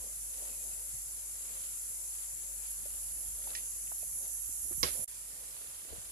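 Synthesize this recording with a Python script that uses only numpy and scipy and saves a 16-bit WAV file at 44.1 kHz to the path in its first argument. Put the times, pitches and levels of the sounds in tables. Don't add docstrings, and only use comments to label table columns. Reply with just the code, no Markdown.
import sys
import numpy as np
from scipy import signal
from scipy.fft import rfft, irfft, next_fast_len
from scipy.io import wavfile
from scipy.ndimage import uniform_filter1d

SR = 44100
rng = np.random.default_rng(int(sys.argv[2]) if len(sys.argv) > 2 else 0)


def dump(signal):
    limited = np.clip(np.atleast_2d(signal).T, -1, 1)
    pcm = np.round(limited * 32767).astype(np.int16)
    wavfile.write(sys.argv[1], SR, pcm)


N = 269627

PORT_LAG_S = 0.00043
SNAP_RISE_S = 0.0007


def cicadas():
    # time in seconds,
    # high chorus level in dB, its left-right difference in dB, low chorus level in dB, its difference in dB.
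    chorus_curve = [(0, -46, 0.5, -49.5, -0.5), (2.8, -47, 3, -50, -2), (4.3, -47, 1, -48, -2.5),
                    (4.8, -44, -8.5, -47, -2), (5.05, -42.5, -5, -47.5, 0.5),
                    (5.08, -49, -0.5, -53.5, -2.5), (6.11, -49.5, -3.5, -54.5, -3)]
    # frequency in Hz, relative level in dB per Hz.
    high_song = [(7800, -45), (9000, -9), (10000, -3), (10500, -6), (11000, -5), (11500, -7.5),
                 (12000, -11.5), (13000, -20), (14000, -19.5), (14450, -32), (14700, -55)]
    low_song = [(4600, -72), (5400, -17.5), (6100, -8.5), (6900, -4.5), (7400, -1), (8000, -6),
                (8600, -3.5), (9500, -10.5), (10300, -17)]
    # time in seconds, level in dB.
    right_curve = [(0, -49.5), (2.5, -49.5), (3.2, -45), (4.4, -42.5), (4.7, -42.5), (5.05, -42),
                   (5.08, -70), (6.11, -72)]
    # frequency in Hz, relative level in dB per Hz.
    right_song = [(9300, -29), (10200, -7.5), (10550, 5.5), (10900, 1), (11400, 0), (11900, -10),
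                  (12300, -20), (12700, -8), (13300, -14), (14300, -32), (14700, -53)]
    # time in seconds, level in dB.
    left_curve = [(0, -60), (.5, -51.5), (1.8, -53), (2.6, -50), (3.2, -54.5), (3.8, -57), (4.6, -75),
                  (6.11, -76)]

    high_db, high_pan, low_db, low_pan = follow(chorus_curve)
    high = singers(high_song, throb_db=0.5, swell_db=1.0, short_db=0.5, long_db=0.2)
    high = gain_of(high_db) * lean(high_pan) * high
    low = singers(low_song, throb_db=0.77, swell_db=-0.3, short_db=1.6, long_db=0.9)
    low = gain_of(low_db) * lean(low_pan) * low
    right = singers(right_song, throb_db=0.5, swell_db=2.6, short_db=-3.8, long_db=3.0)
    right = gain_of(follow(right_curve)[0]) * lean(-6.5)[:, None] * right
    left = gain_of(follow(left_curve)[0]) * lean(5.5)[:, None] * buzz()
    return np.sqrt(2) * (high + low) + right + left


def singers(song, throb_db, swell_db, short_db, long_db):
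    clicks_per_s = 30000
    clicks = rng.standard_normal((2, N)) * (rng.random((2, N)) < clicks_per_s / SR)
    hiss = uneven(coloured(clicks, song), short_db, long_db)
    return hiss * gain_of(throb_db * waver(0.028) + swell_db * waver(0.55))


def buzz():
    # frequency in Hz, relative level in dB per Hz.
    song = [(6000, -41), (6800, -9.5), (7200, -7.5), (7400, 1.5), (7650, -8), (8100, -4)]
    cycles_per_s, drift = 95.2, 0.002
    ring_s, rebound, rebound_at = 0.0024, 0.35, 0.45
    turns = np.cumsum(cycles_per_s * (1 + drift * waver(0.36)[0])) / SR
    ring_turns = ring_s * cycles_per_s
    bursts = np.exp(-(turns % 1) / ring_turns)
    bursts = bursts + rebound * np.exp(-((turns - rebound_at) % 1) / ring_turns)
    noise = rng.standard_normal((2, N))
    return coloured(bursts * noise, song) * gain_of(0.42 * waver(0.052)[0])


def hands():
    # middle in seconds, length in seconds,
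    # hollow shuffling level in dB, leaf rustle level in dB.
    movements = [(0.032, 0.21, -64, -75), (0.438, 0.36, -66.5, -64.5), (0.747, 0.59, -70, -76),
                 (1.55, 0.56, -75, -64), (1.92, 0.048, -69, -73), (2.22, 0.24, -92, -66.5),
                 (2.45, 0.27, -71, -88), (2.646, 0.2, -86, -66), (2.887, 0.61, -77, -71),
                 (3.514, 0.4, -63.5, -62.5), (4.25, 0.14, -63, -69), (4.717, 0.083, -68, -75),
                 (4.987, 0.24, -64.5, -74), (5.573, 1, -77, -67), (5.92, 0.2, -64.5, -74.5),
                 (6.05, 1, -73, -65.5)]
    # frequency in Hz, relative level in dB per Hz.
    hollow_spectrum = [(200, -8.5), (350, -4.5), (570, 3), (750, -4), (1200, -13)]
    rustle_spectrum = [(700, -8), (1200, 6), (2200, 3.5), (3500, 7), (5000, 4.5), (7000, -43)]
    shuffling, rustling = gain_of(-74), gain_of(-71.5)
    for middle, length, hollow_db, rustle_db in movements:
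        rise = swell(middle, length)
        shuffling = shuffling + gain_of(hollow_db) * rise
        rustling = rustling + gain_of(rustle_db) * rise
    hollow = ports(hollow_spectrum, lambda hz: -1.5 + 0 * hz)
    rustle = ports(rustle_spectrum, lambda hz: -4.5 + 0 * hz)
    hollow = shuffling * gain_of(2.4 * waver(0.092)[0]) * hollow
    return hollow + rustling * gain_of(2.5 * waver(0.003)[0]) * rustle


def snap():
    # start in seconds, level in dB, left-right difference in the
    # treble in dB, relative crackle level in dB, relative tail level in dB.
    stick = (4.8301, -21.5, -12, 1.5, -11.5)
    # time from the start in seconds, relative level in dB.
    splinters = [(-.0009, -20), (0, 1), (.0014, -10), (.0036, 0), (.0066, -11), (.0083, -12), (.0255, -21)]
    # nominal frequency in Hz, relative level in dB, 60 dB decay in seconds.
    modes = [(139, -8, 0.063), (376, -15.5, 0.098), (496, -9.5, 0.059), (1080, -10.5, 0.06),
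             (1930, -18.5, 0.053), (2180, -10, 0.023), (2744, -19, 0.064), (3190, -20, .02),
             (4090, -6.5, 0.021), (4650, 0, 0.0099), (5060, 5, 0.0073), (5600, 4.5, 0.011),
             (6470, -6.5, 0.02)]
    # frequency in Hz, relative level in dB per Hz.
    crackle_spectrum = [(100, -5), (1460, -5.5), (2180, -4), (3320, 1), (5480, -5), (7670, -19),
                        (11200, 0.5), (15000, -18)]
    scatter_spectrum = [(100, -32), (150, -4.5), (450, -5.5), (570, -7), (885, -13.5), (1500, -9.5),
                        (2220, -5), (2850, -7.5), (5600, -4), (6600, -12.5), (9000, -25)]
    crackle_t60_s = 0.006
    rise_turns = 1.45
    shadow_hz = 1500

    out, t = np.zeros((2, N)), np.arange(12000) / SR
    s, db, pan, crackle_db, tail_db = stick
    for delay, step_db in splinters:
        crackle = coloured(rng.standard_normal(len(t)), crackle_spectrum)
        crackle = crackle * gain_of(db + step_db + crackle_db - 60 * t / crackle_t60_s)
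        add(out, s + delay, crackle * np.minimum(t / SNAP_RISE_S, 1), pan)
        for hz, mode_db, t60 in modes:
            tone = np.sin(2 * np.pi * hz * rng.uniform(0.97, 1.01) * t)
            ring = gain_of(db + step_db + mode_db - 60 * t / t60) * tone
            onset = np.minimum(t / (SNAP_RISE_S + rise_turns / hz), 1)
            add(out, s + delay, ring * onset, pan * hz / (hz + shadow_hz))

    lumps = gain_of(0.65 * waver(0.00049)[:, :len(t)] + 1.36 * waver(0.0011)[0, :len(t)])
    fading = gain_of(-60 * t / 0.19) + gain_of(-11 - 60 * t / 0.55)
    fading = fading * np.minimum(t / 0.017, 1)
    tail = lumps * coloured(rng.standard_normal((2, len(t))), scatter_spectrum) * fading
    out[:, round(s * SR):][:, :len(t)] += tail * gain_of(db + tail_db) * lean(pan / 2)[:, None]
    return out


def leaf():
    # start in seconds, level in dB.
    cracks = [(3.5508, -33.5), (3.5542, -38.5), (3.572, -48), (3.582, -50)]
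    # nominal frequency in Hz, relative level in dB, 60 dB decay in seconds.
    modes = [(1920, -3.5, 0.049), (2460, -3.5, .015), (3600, -7, 0.018), (4550, -9, 0.013), (5500, 0, .015)]
    # frequency in Hz, relative level in dB per Hz.
    noise_spectrum = [(1300, -25), (1900, -6), (3100, -4), (4500, -5), (6500, -2), (9000, -18)]
    lean_db, crackle_db = -6.5, -3
    rustle_db, rustle_t60_s = -46.5, 0.26

    out, t = np.zeros((2, N)), np.arange(6000) / SR
    for s, db in cracks:
        ring = np.zeros(len(t))
        for hz, mode_db, t60 in modes:
            tone = np.sin(2 * np.pi * hz * rng.uniform(0.99, 1.01) * t)
            ring += gain_of(mode_db - 60 * t / t60) * tone
        crackle = coloured(rng.standard_normal(len(t)), noise_spectrum)
        crackle = crackle * gain_of(crackle_db - 60 * t / 0.012)
        add(out, s, gain_of(db) * (ring + crackle) * np.minimum(t / SNAP_RISE_S, 1), lean_db)
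    fading_db = rustle_db - 60 * t / rustle_t60_s + 1.5 * waver(0.0018)[0, :len(t)]
    rustle = coloured(rng.standard_normal(len(t)), noise_spectrum) * gain_of(fading_db)
    add(out, cracks[0][0], rustle * np.minimum(t / 0.0066, 1), lean_db)
    return out


def knocks():
    # start in seconds, level in dB, pitch in Hz,
    # left-right difference in dB, 60 dB decay in seconds.
    strokes = [(0.422, -49, 610, -4, 0.078), (0.939, -50.5, 96, -7, 0.18), (1.634, -53, 3580, -14, 0.083),
               (1.661, -53, 3320, -13, 0.048), (2.151, -51, 2700, -6, 0.03), (2.156, -58, 970, -6, .06),
               (2.231, -53, 3360, -13, .04), (2.612, -55, 2480, -1, .05), (2.619, -55, 970, 0, .05),
               (2.856, -48, 596, 0, 0.066), (2.95, -49, 800, 3, 0.024), (3.473, -44, 840, -17, 0.019),
               (3.514, -39, 1300, -3, .016), (3.76, -49.5, 456, -2, 0.038), (3.872, -49, 2520, -13, 0.032),
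               (3.917, -53, 2580, -5, .02), (3.918, -36, 900, -6, 0.025), (4.028, -45, 596, 3, 0.049),
               (4.492, -58, 268, -21, 0.027), (4.647, -59, 334, -15, 0.09), (4.677, -53, 444, -12, 0.027),
               (4.71, -55, 350, -27.5, 0.12), (4.716, -56.5, 1260, -18, 0.061),
               (4.718, -59, 2520, -15, .04), (4.725, -56, 1870, -14, .04), (4.778, -46, 126, -17, 0.051),
               (4.848, -41, 126, -11, 0.056), (4.876, -42, 607, 5, 0.061), (4.951, -50, 560, -3, 0.077),
               (4.994, -48.5, 163, -19, 0.051), (5.846, -53.5, 460, -9, 0.092), (5.914, -51, 65, 17, 0.07),
               (5.925, -48, 680, -9, 0.045), (5.93, -48, 406, 3, 0.071), (5.981, -52, 98, 14, 0.076)]
    noisy_hz = 2000
    out, t = np.zeros((2, N)), np.arange(6000) / SR
    for s, db, hz, pan, t60 in strokes:
        puff = coloured(rng.standard_normal(len(t)), [(hz / 3.9, -25), (hz, 0), (hz * 2.5, -25)])
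        ring = np.sin(2 * np.pi * hz * t) / (1 + (hz / noisy_hz) ** 2)
        envelope = gain_of(db - 60 * t / max(t60, 0.01)) * np.minimum(t / 0.0011, 1)
        add(out, s, envelope * (0.57 * puff + 0.74 * ring), pan)
    return out


def peeps():
    # middle in seconds, length in seconds, level in dB, mean pitch in Hz.
    whistles = [(0.525, 0.11, -68, 2540), (0.61, 0.075, -70, 2500), (.73, 0.066, -69, 2560),
                (3.497, .03, -62, 2650), (3.752, .03, -69, 2530), (4.025, .045, -66.5, 2520)]
    turns_per_hz = np.cumsum(1 + 0.0077 * waver(0.007)[0]) / SR
    out = np.zeros(N)
    for middle, length, db, hz in whistles:
        tone = np.sqrt(2) * np.sin(2 * np.pi * hz * turns_per_hz)
        out += gain_of(db) * swell(middle, length) * tone
    return out * lean(-2.5)[:, None]


def wind():
    # middle in seconds, length in seconds, level in dB,
    # left-right difference in dB.
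    gusts = [(0.01, 0.16, -59.5, -23), (0.946, 0.24, -76, -8), (3.152, 1, -65.5, -6), (4.102, 0.32, -68, 7),
             (4.5, 0.086, -65, -22), (4.666, 0.33, -63, -15), (4.833, 0.28, -52, -10),
             (5.031, 0.097, -63, -17.5), (5.955, 0.28, -64, 15), (6.09, 0.13, -66, 5)]
    # frequency in Hz, relative level in dB per Hz.
    spectrum = [(20, -57), (40, -4), (65, -2), (110, -18.5), (180, -24.5), (300, -37)]
    level = gain_of(-75.5) * lean(-0.5)[:, None]
    for middle, length, db, pan in gusts:
        level = level + gain_of(db) * lean(pan)[:, None] * swell(middle, length)
    pressure = coloured(rng.standard_normal((2, N)), spectrum)
    return np.sqrt(2) * level * gain_of(2.5 * waver(0.082)) * pressure


def hum():
    # time in seconds, level in dB.
    strength = [(0, -59.5), (0.9, -58.5), (1.25, -62), (2.1, -61.5), (2.6, -59), (3.2, -57), (3.7, -60),
                (5.04, -59), (5.08, -64.5), (5.65, -68.5), (6.11, -69)]
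    hum_hz = 50.2
    turn = 2 * np.pi * hum_hz * np.arange(N) / SR
    level = gain_of(follow(strength)[0] + 0.87 * waver(0.053)) * lean(-7)[:, None]
    return level * np.sqrt(2) * np.sin(turn + np.array([[-0.35], [0]]))


def still_air():
    # frequency in Hz, relative level in dB per Hz.
    spectrum = [(59, -12), (100, 0), (206, -8), (395, -10.5), (582, -10), (1010, -8), (2150, -9.5),
                (2460, -9), (3930, -10.5), (5500, -1), (7150, -51)]
    # frequency in Hz, left-right difference in dB.
    balance = [(60, -28), (130, -1), (290, -3.5), (630, 3), (1390, -1.5), (2400, -2.5), (3300, -7),
               (4500, -6), (6720, 7.5)]
    # time in seconds, change of level in dB, left-right difference in dB.
    drift = [(0, 0.5, -1), (3.4, 0.5, 1), (4.2, -0.5, 1), (5.05, -2, -1.5), (5.08, 1.5, 1.5), (6.11, 0, 1)]
    drift_db, drift_pan = follow(drift)
    hiss = uneven(ports(spectrum, lambda hz: read(balance, hz)), short_db=3.17, long_db=0)
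    return gain_of(-60.5 + drift_db) * lean(drift_pan) * hiss


def ports(spectrum, lean_db):
    # frequency in Hz, shared fraction of amplitude (0 to 1).
    likeness = [(100, 0.88), (300, 1), (700, 0.054), (2000, 0.28), (5000, 0.37)]
    size = next_fast_len(N)
    hz = np.fft.rfftfreq(size, 1 / SR)
    right, other = rfft(rng.standard_normal((2, size)))
    same = np.clip(read(likeness, hz), 0, 1)
    delayed = right * np.exp(-2j * np.pi * hz * PORT_LAG_S)
    left = same * delayed + np.sqrt(1 - same ** 2) * other
    return coloured(irfft(np.array([left, right]) * lean(lean_db(hz)), size), spectrum)[:, :N]


def add(mix, s, sound, pan_db):
    for out, gain, at in zip(mix, lean(pan_db), (s + PORT_LAG_S, s)):
        part = out[round(at * SR):][:len(sound)]
        part += gain * sound[:len(part)]


def uneven(x, short_db, long_db):
    z = signal.stft(x, nperseg=1024, noverlap=512)[2]

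    def chance(bands, frames):
        rough = uniform_filter1d(rng.standard_normal(z.shape), size=bands, axis=1)
        return evened(uniform_filter1d(rough, size=frames, axis=2))

    gain = gain_of(short_db * chance(3, 6) + long_db * chance(2, 60))
    return evened(signal.istft(z * gain, nperseg=1024, noverlap=512)[1][:, :N])


def coloured(x, spectrum):
    size = next_fast_len(x.shape[-1])
    hz = np.fft.rfftfreq(size, 1 / SR)
    inside = (hz >= spectrum[0][0]) * (hz <= spectrum[-1][0])
    gain = gain_of(read(spectrum, hz)) * inside
    return evened(irfft(rfft(x, size) * gain, size)[..., :x.shape[-1]])


def waver(seconds):
    width = max(int(seconds * SR), 1)
    return evened(uniform_filter1d(uniform_filter1d(rng.standard_normal((2, N)), width), width))


def swell(middle, length):
    return np.cos(np.pi * np.clip((np.arange(N) / SR - middle) / length, -0.5, 0.5)) ** 2


def follow(table):
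    s, *columns = np.transpose(table)
    return [np.interp(np.arange(N) / SR, s, c) for c in columns]


def read(points, hz):
    f, value = np.transpose(points)
    return np.interp(np.log(hz + 1), np.log(f + 1), value)


def lean(pan_db):
    return gain_of(np.array([pan_db / 2, -pan_db / 2]))


def evened(x):
    return x / np.sqrt(np.mean(x ** 2) + 1e-20)


def gain_of(db):
    return 10 ** (np.asarray(db) / 20)


def scene():
    near = cicadas() + hands() + snap() + leaf() + knocks()
    return near + peeps() + wind() + hum() + still_air()


def record(dry):
    drop_s, silent_s, return_s, edge_s = 5.0445, 5.062, 5.0785, 0.002
    trace_db, silent_db = -16, -50
    steps = [(drop_s, 0), (drop_s + edge_s, trace_db), (silent_s - edge_s, trace_db),
             (silent_s, silent_db), (return_s - 2 * edge_s, silent_db), (return_s, 0)]
    cut = dry * gain_of(follow(steps)[0])
    low_pass = signal.firwin(511, 15350, window=("kaiser", 9), fs=SR)
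    return signal.oaconvolve(cut, low_pass[None], "same")


dry = scene()
out = record(dry)
dump(out)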